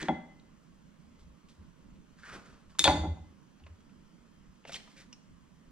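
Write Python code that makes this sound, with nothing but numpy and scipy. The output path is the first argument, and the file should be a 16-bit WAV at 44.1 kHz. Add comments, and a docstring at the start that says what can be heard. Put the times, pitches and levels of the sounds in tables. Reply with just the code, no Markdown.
"""Fitting a brake pad in a quiet garage

Hands work a pad into the spring clips of a caliper bracket. It knocks, scrapes in many tiny
slips and snaps home with a double clack that rings the steel and shakes the hub. Small parts
tick and shuffle afterwards. Two close microphone ports hear it, with the echo of the walls,
over the low hum of distant machines and the street."""
import sys
import numpy as np
from scipy import signal
from scipy.fft import rfft, irfft, next_fast_len
from scipy.io import wavfile
from scipy.ndimage import uniform_filter1d

SR = 44100
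rng = np.random.default_rng(int(sys.argv[2]) if len(sys.argv) > 2 else 0)


def to_wav(sig):
    """Store sig (one row per channel, or 1-D mono) as 16-bit WAV at the path in sys.argv[1].

    Samples outside -1..1 are clipped; the rate is SR.
    """
    pcm = np.clip(np.atleast_2d(sig), -1, 1) * 32767
    pcm = np.round(pcm).astype(np.int16)
    wavfile.write(sys.argv[1], SR, pcm.T)  # frames by channels


N = 251811

# Blows on the brake: t/s, snap level/dB, dullness/(dB per octave),
# then level/dB for each of clip, plate, bracket, hub, disc, arm, car body
BLOWS = [(0.014, -34, 10, -56, -42, -53, -54.5, -67, -35.5, -77),
         (0.027, -27.5, 14, -50, -57, -66, -40.5, -92, -30, -71),
         (0.083, -20, 38.5, -65, -18.5, -60, -19, -44, -21.5, -53.5),
         (1.55, -83, 30, -90, -92, -94, -74, -87, -72, -55),
         (2.786, -29, 10, -39, -41, -40, -48, -59, -62.5, -71),
         (2.791, -7, 2.5, -19, -40, -39.5, -41, -50, -35.5, -50.5),
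         (2.84, -7, 6.5, -13, -38, -19.5, -33.5, -49.5, -33.5, -38.5),
         (2.851, -23, 18, -39, -13, -35.5, -18, -67, -23, -37.5),
         (2.869, -19, 40, -46, -40, -44, -18.5, -51, -30.5, -34),
         (2.876, -13, 29, -42, -21, -42.5, -14.5, -42.5, -24, -38),
         (2.897, -28, 22.5, -40, -34.5, -40.5, -22, -56, -25, -40),
         (2.93, -53, 27, -51, -57, -59.5, -33, -82, -28, -41.5),
         (2.969, -67, 25, -57, -67, -55, -31.5, -57, -31, -36),
         (3.033, -71, 36, -80, -80, -80, -33, -73, -30, -41.5),
         (3.046, -70, 40, -80, -80, -80, -31, -86, -37, -43),
         (3.07, -69, 22.5, -72, -75, -76.5, -54.5, -72.5, -41, -41),
         (3.168, -86, 32, -70.5, -91, -93.5, -47, -91.5, -52, -49),
         (3.601, -86.5, 23.5, -86.5, -86.5, -89, -63.5, -97, -60, -54.5),
         (3.667, -83.5, 27, -89.5, -83.5, -100.5, -83.5, -98, -65, -53)]
# The tones each part rings with: f/Hz, relative level/dB, time to fade by 60 dB/s
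CLIP_TONES = [(2272, -12, .06), (2546, -13, .06), (3082, -17, .07), (3553, -3, .08), (3609, 0, .11),
              (4037, -15, .05), (4834, -14, .07), (6126, -20, .08), (6400, -20, .2), (6860, -12, .06),
              (7840, -21, .06), (9720, -22, .08), (10640, -17, .04)]
PAD_PLATE_TONES = [(1750, -14, .05), (2500, -13, .05), (3348, 0, .12)]
BRACKET_TONES = [(3497, 0, .09), (3515, -12, .4), (3607, -10, .32), (3800, -17, .35), (4190, -1, .05),
                 (4183, -17, .3), (4350, 0, .06), (4490, -11, .33), (4608, -14, .4), (4800, -10, .06),
                 (6010, -25, .5), (6293, -17, .4), (6560, -21, .45), (6845, -18, .55), (7050, -22, .4)]
HUB_TONES = [(580, -5, 0.09), (618, -6, 0.09), (770, -1, 0.07), (810, -1, 0.08), (852, -1, 0.1),
             (890, -2, 0.07), (982, -5, 0.06), (1142, -17, 0.05), (1367, -12, 0.06), (1563, -18, 0.05)]
DISC_TONES = [(2038, -3, 0.65), (2051, -4, 0.5), (2110, -6, 0.14)]
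SUSPENSION_ARM_TONES = [(172.7, -8, 0.3), (199, 0.5, 0.067), (245, -8, 0.2), (305, 1, 0.14),
                        (339.2, -8, 0.15), (385, -6, 0.12), (505, -4, 0.09)]
CAR_BODY_TONES = [(40.5, -15, 0.5), (59, -11, .3), (84.8, 0, .4), (99.7, -3, 0.2)]
# Scraping strokes: start t/s, rise/s, hold/s, fall/s, grit level/dB, grit f/Hz,
# hiss level/dB, drag level/dB
SLIDES = [(0.0, 0.0005, 0.009, 0.082, -43.5, 1920, -50, -59),
          (1.185, 0.0073, 0.044, 0.013, -97, 1290, -72, -84),
          (1.483, 0.0036, 0.0085, 0.065, -94, 1890, -65, -77),
          (2.163, 0.025, 0.052, 0.027, -68, 1530, -68.5, -80),
          (2.225, 0.055, 0.069, 0.029, -50.5, 1640, -57.5, -73),
          (2.301, 0.039, 0.025, 0.081, -53, 1220, -59.5, -53.5),
          (2.421, 0.03, 0.022, 0.18, -62, 1310, -66.5, -65.5),
          (2.694, 0.0044, 0.0078, 0.084, -68.5, 1410, -68, -82),
          (4.66, 0.018, 0.026, 0.02, -58, 2850, -56, -59.5),
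          (4.716, .008, 0.035, 0.017, -58, 2580, -45.5, -60),
          (4.768, 0.0087, 0.15, 0.098, -74, 2210, -67.5, -87),
          (4.957, 0.011, 0.048, 0.033, -62, 2060, -60, -66)]
# Small parts ticking: t/s, level/dB, f/Hz, time to fade by 60 dB/s (capped at 0.06), share of click
TICKS = [(0.395, -58, 3890, 0.033, 0.05), (1.189, -62, 1160, 0.027, .5), (1.485, -63, 2500, 0.043, 0.38),
         (1.621, -63, 1160, 0.071, 0.84), (2.187, -60, 1580, .04, 0.26), (2.233, -42.5, 1577, 0.079, 0.3),
         (2.697, -67, 1036, 0.034, 0.93), (2.749, -50.5, 1080, 0.073, 0.35), (3.597, -59, 4500, 0.035, 0.9),
         (3.637, -60, 2750, 0.04, .05), (3.664, -48, 1085, 0.05, 0.7), (3.664, -51, 2366, 0.018, 0.13),
         (3.804, -52, 6210, 0.017, 0.73), (3.893, -61, 2400, 0.025, 0.57), (4.64, -58, 2740, 0.041, .4),
         (4.651, -31.5, 693, 0.029, 0.38), (4.675, -53, 3140, 0.057, 0.68),
         (4.693, -35.5, 664, 0.035, 0.53), (4.721, -50, 1140, 0.067, 0.17), (4.741, -34, 3136, 0.053, 0.33),
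         (4.731, -42, 5540, 0.067, 0.095), (4.755, -40, 2080, 0.068, 0.08),
         (4.761, -41.5, 4180, 0.085, 0.29), (4.798, -50, 2970, 0.052, 0.73),
         (4.875, -49.5, 1050, 0.085, 0.51), (5.127, -45, 5550, 0.048, 0.26),
         (5.127, -48, 2920, 0.034, 0.21)]
# Tone colour of a snap, a scrape's hiss, the echo and the hum's two layers: f/Hz, relative level/dB
SNAP_COLOUR = [(400, -34), (1500, -16), (2500, -17.5), (4000, -7), (5300, -10), (7000, -2.5), (9000, -10.5),
               (11000, -13), (13000, -26), (16000, -35.5)]
SCRAPE_COLOUR = [(1500, -22.5), (2500, -14.5), (3500, -10), (5500, -12), (8500, -18), (11000, -29.5),
                 (16000, -42)]
ECHO_COLOUR = [(100, -2), (800, -5), (3000, -9), (6000, -8), (12000, -9)]
RUMBLE_COLOUR = [(12, -32), (20, -7.5), (65, -3), (112, -30), (176, 0), (338, -16), (375, -22),
                 (450, -23.5), (580, -53), (990, -120)]
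HISS_COLOUR = [(260, -31), (450, -1), (644, -3), (705, -10), (1020, -2), (2330, -12), (3230, -11),
               (3540, -16), (6530, -18), (10000, -29), (15100, -37), (16000, -38)]
# How long the garage echoes: f/Hz, time to fade by 60 dB/s
ECHO_FADE = [(100, 0.3), (260, 0.65), (700, 0.5), (1840, .5), (4850, 0.45), (10000, .38)]
# Balance of the brake and of the hum: f/Hz, left minus right level/dB
BRAKE_BALANCE = [(60, 0), (250, 0), (700, 1.5), (1290, .5), (2380, 3.5), (4400, 1), (8120, -3), (15000, -5)]
HUM_BALANCE = [(60, 1), (200, -8), (400, -7), (1000, -3), (3000, 3.5), (10000, -3)]
# How alike the hum is at the two ports: f/Hz, likeness (0 to 1)
HUM_LIKENESS = [(60, 0.95), (200, 0.21), (700, 0.23), (2500, 0.35), (8000, 1)]
# How far the left port trails the right: f/Hz, phase/rad
PORT_LAG = [(100, .03), (1000, 0.5), (3000, 0.75), (5000, 1.5), (8000, 2.1), (12000, 2.2)]


def brake():
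    """Each blow makes a snap and sets seven parts ringing, each by its own amount."""
    steel, heavy, disc = np.zeros((3, N))
    t = np.arange(-60, 16000) / SR  # starts just ahead of the blow
    clip_ring = ring(CLIP_TONES, rise_s=.0008, rough=.5, waver_hz=160)
    plate_ring = ring(PAD_PLATE_TONES, rise_s=.0002, rough=.3, waver_hz=90)
    bracket_ring = ring(BRACKET_TONES, rise_s=.0002, rough=1.1, waver_hz=140)
    disc_ring = ring(DISC_TONES, rise_s=.0009, rough=.3, waver_hz=25)
    body_ring = ring(CAR_BODY_TONES, rise_s=.006, rough=1.2, waver_hz=30)
    noises = rng.standard_normal((len(BLOWS), len(t)))
    for (start, snap_db, dullness, *levels), noise in zip(BLOWS, noises):
        add(steel, start, amp(snap_db) * snap(t, noise, dullness))
        hit = start - t[0]
        for db, part in zip(levels[:3], (clip_ring, plate_ring, bracket_ring)):
            add(steel, hit, amp(db) * filtered(part, lambda f: dulled(f, dullness)))
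        hub_db, disc_db, arm_db, body_db = levels[3:]
        # the loose hub and arm waver anew at each blow
        hub_ring = ring(HUB_TONES, rise_s=.0015, rough=.8, waver_hz=80)
        arm_ring = ring(SUSPENSION_ARM_TONES, rise_s=.006, rough=.9, waver_hz=45)
        for db, part in (hub_db, hub_ring), (arm_db, arm_ring), (body_db, body_ring):
            add(heavy, hit, amp(db) * part)
        add(disc, hit, amp(disc_db) * disc_ring)
    return steel, heavy, disc


def snap(t, noise, dullness):
    """A sharp burst, then a duller rattle of tones too crowded to hear apart."""
    noise = noise * (t >= 0)
    burst = noise * fade(t, .012)
    rattle = noise * (fade(t, .055, db=-7) + fade(t, .42, db=-27))
    rattle = filtered(rattle, lambda f: dulled(f, 6))
    crack = filtered(burst + rattle, lambda f: amp(look_up(SNAP_COLOUR, f)) * dulled(f, dullness))
    ending = np.clip((t[-1] - t) / .1, 0, 1) ** 2
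    return crack / abs(crack).max() * ending


def ring(tones, rise_s, rough, waver_hz, loosen_s=.012):
    """A struck part's fading tones start firm, then waver as the contact loosens."""
    hz, db, fade_s = np.transpose(tones)[:, :, None]
    t = np.arange(0, 1.3 * fade_s.max(), 1 / SR)
    wobble = wander(len(tones), len(t), waver_hz) + 1j * wander(len(tones), len(t), waver_hz)
    waver = 1 + rough * (1 - np.exp(-t / loosen_s)) * wobble
    waves = fade(t, fade_s, db) * (waver * np.exp(2j * np.pi * hz * t)).imag
    onset = (1 - np.exp(-t / rise_s)) ** 2
    return waves.sum(0) / np.linalg.norm(amp(db)) * np.sqrt(2) * onset


def slide(rise, hold, fall, grit_db, grit_hz, hiss_db, drag_db, slips_per_s=9000, pitch_drop=.17):
    """Tiny uneven slips make grit, bright hiss and low drag as pressure rises, holds and falls."""
    corners = np.cumsum([0, rise, hold, fall])
    t = np.arange(0, corners[-1], 1 / SR)
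    slack = np.interp(t, corners, [1, 0, 0, 1])  # 0 at full pressure
    hz = grit_hz * (1 - pitch_drop * t / corners[-1])
    slipping = rng.random(SR)[:len(t)] < slips_per_s / SR
    kicks = rng.standard_normal(SR)[:len(t)]
    size_db = .9 * rng.exponential(1, SR)[:len(t)]
    catch_db = 1.3 * wander(1, SR, hz=70)[0, :len(t)]  # the stroke catches and lets go
    slips = slipping * kicks * amp(size_db + catch_db)
    sinking = unit_level(resonate(resonate(slips, hz, 700), hz, 2000))
    plate = unit_level(filtered(slips, lambda f: 1 / (1 + ((f - 2200) / 900) ** 4)))
    grit = unit_level(filtered(sinking + .5 * plate, lambda f: dulled(f, 12)))
    hiss = unit_level(filtered(slips, lambda f: amp(look_up(SCRAPE_COLOUR, f))))
    drag = unit_level(resonate(resonate(slips, 360, 780), 360, 780))
    sound = (amp(grit_db - 12.5 * slack) * grit
             + amp(hiss_db - 15 * slack) * hiss
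             + amp(drag_db - 18.5 * slack) * drag)
    return sound * signal.windows.tukey(len(t), .05)


def ticks():
    """Small parts touch: each gives a click and a short, rough ring at its own pitch."""
    t, out = np.arange(3000) / SR, np.zeros(N)
    for start, db, hz, fade_s, share in TICKS:
        noise = rng.standard_normal(len(t))
        click = filtered(noise, lambda f: f / (f + hz) * dulled(f, 20) / (1 + (f / 8000) ** 8))
        roughness = resonate(resonate(noise, hz, .25 * hz), hz, .4 * hz)
        tone = np.sin(2 * np.pi * hz * t) + 1.1 * unit_level(roughness)
        shape = fade(t, min(fade_s, .06), db) * (1 - np.exp(-t / .001)) ** 2
        add(out, start, shape * ((1 - share) * tone + share * unit_level(click)))
    return out


def garage_echo(sound):
    """The walls return many small echoes; each pitch range fades at its own speed."""
    echoes = np.zeros((2, SR))
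    arrivals = np.arange(300, SR - 20, 20) + rng.integers(0, 20, (2, (SR - 301) // 20))
    np.put_along_axis(echoes, arrivals, rng.choice([-1., 1.], arrivals.shape), 1)
    hz, t, (left, other) = signal.stft(echoes, SR, nperseg=256)
    hz = hz[:, None]
    likeness = 1 / (1 + (hz / 800) ** 2)  # the bass is alike at both ports
    bands = np.array([left, blend(left, other, likeness)])
    fade_s = look_up(ECHO_FADE, hz)
    bands *= fade(t, fade_s, look_up(ECHO_COLOUR, hz)) / np.sqrt(fade_s * 160)
    tail = signal.istft(bands, SR, nperseg=256)[1]
    return signal.fftconvolve(sound[None], tail, axes=1)[:, :N]


def hum(rumble_db=-60, hiss_db=-70):
    """Distant machines and street rumble: noise that swells in patches, most of all in the bass."""
    frames, hz = N // 256 + 5, np.fft.rfftfreq(1024, 1 / SR)[:, None]
    noise = rng.standard_normal((frames, 513, 5)).T
    left, other = noise[0] + 1j * noise[1], noise[2] + 1j * noise[3]
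    right = blend(left, other, look_up(HUM_LIKENESS, hz))
    bands = np.array([left * np.exp(-1j * look_up(PORT_LAG, hz)), right])
    bands *= pan(look_up(HUM_BALANCE, hz))
    bands /= np.sqrt(np.mean(abs(bands.mean(0)) ** 2, 1, keepdims=True))  # even out the bands
    patches = unit_level(uniform_filter1d(uniform_filter1d(noise[4], 6, 0), 16, 1))
    swell_db = patches * (1.3 + 2.6 / (1 + (hz / 110) ** 2))
    rumble = amp(rumble_db) * unit_level(amp(look_up(RUMBLE_COLOUR, hz)))
    hiss = amp(hiss_db) * unit_level(amp(look_up(HISS_COLOUR, hz)))
    bands *= np.hypot(rumble, hiss) * amp(swell_db)
    pair = signal.istft(bands, nperseg=1024, noverlap=768)[1][:, :N]
    return np.hypot(amp(rumble_db), amp(hiss_db)) * pair / np.sqrt(np.mean(pair.mean(0) ** 2))


def ports(pair):
    """Sound reaches the left port a little after the right."""
    return filtered(pair, lambda f: np.exp(-.5j * np.multiply.outer([1, -1], look_up(PORT_LAG, f))))


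def amp(db):
    return 10 ** (np.asarray(db) / 20)


def fade(t, fade_s, db=0):
    """Starts at db and falls 60 dB every fade_s seconds."""
    return amp(db - 60 * t / fade_s)


def dulled(hz, db_per_octave):
    """A soft contact loses treble above 3 kHz."""
    return amp(-db_per_octave * np.log2(1 + (hz / 3000) ** 2) / 2)


def unit_level(x):
    return x / np.sqrt(np.mean(x ** 2) + 1e-20)


def look_up(table, hz):
    """Reads between a table's rows, on a pitch scale."""
    f, value = np.transpose(table)
    return np.interp(np.log(hz + 1), np.log(f + 1), value)


def add(mix, start_s, sound):
    part = mix[round(start_s * SR):][:len(sound)]
    part += sound[:len(part)]


def filtered(x, gain):
    """Scales each frequency f by gain(f)."""
    size = next_fast_len(x.shape[-1])
    return irfft(rfft(x, size) * gain(np.fft.rfftfreq(size, 1 / SR)), size)[..., :x.shape[-1]]


def resonate(x, hz, width_hz):
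    """Keeps a band around hz: shifts it down to zero, smooths, and shifts back."""
    turn = np.exp(2j * np.pi * np.cumsum(hz * np.ones(len(x))) / SR)
    memory = np.exp(-np.pi * width_hz / SR)
    return 2 * (turn * signal.lfilter([1 - memory], [1, -memory], x / turn)).real


def wander(count, size, hz):
    """Smooth random curves with about hz new values a second."""
    steps = rng.standard_normal((count, int(size * hz / SR) + 2))
    return signal.resample(steps, size, axis=1)


def blend(noise, other, likeness):
    """Makes a noise partly like the first, and just as loud."""
    return likeness * noise + np.sqrt(1 - likeness ** 2) * other


def pan(balance_db):
    """Left and right gains, balance_db apart."""
    return amp(np.multiply.outer([.5, -.5], balance_db))


def scene():
    """Mixes the brake, the small sounds, their echo and the hum."""
    small = ticks()
    steel, heavy, disc = brake()
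    for start, *stroke in SLIDES:
        add(small, start, slide(*stroke))
    near = filtered(steel + heavy + disc, lambda f: pan(look_up(BRAKE_BALANCE, f)))
    # heavy and small parts reach the walls less; the faint disc is heard only close by
    echo = garage_echo(steel + amp(-5) * heavy + amp(-1) * small)
    return ports(near + small + echo) + hum()


def record(dry):
    """Cuts the treble above 16.1 kHz."""
    low_pass = signal.firwin(511, 16100, window=("kaiser", 9), fs=SR)
    return signal.oaconvolve(dry, low_pass[None], "same")


dry = scene()
out = record(dry)
to_wav(out)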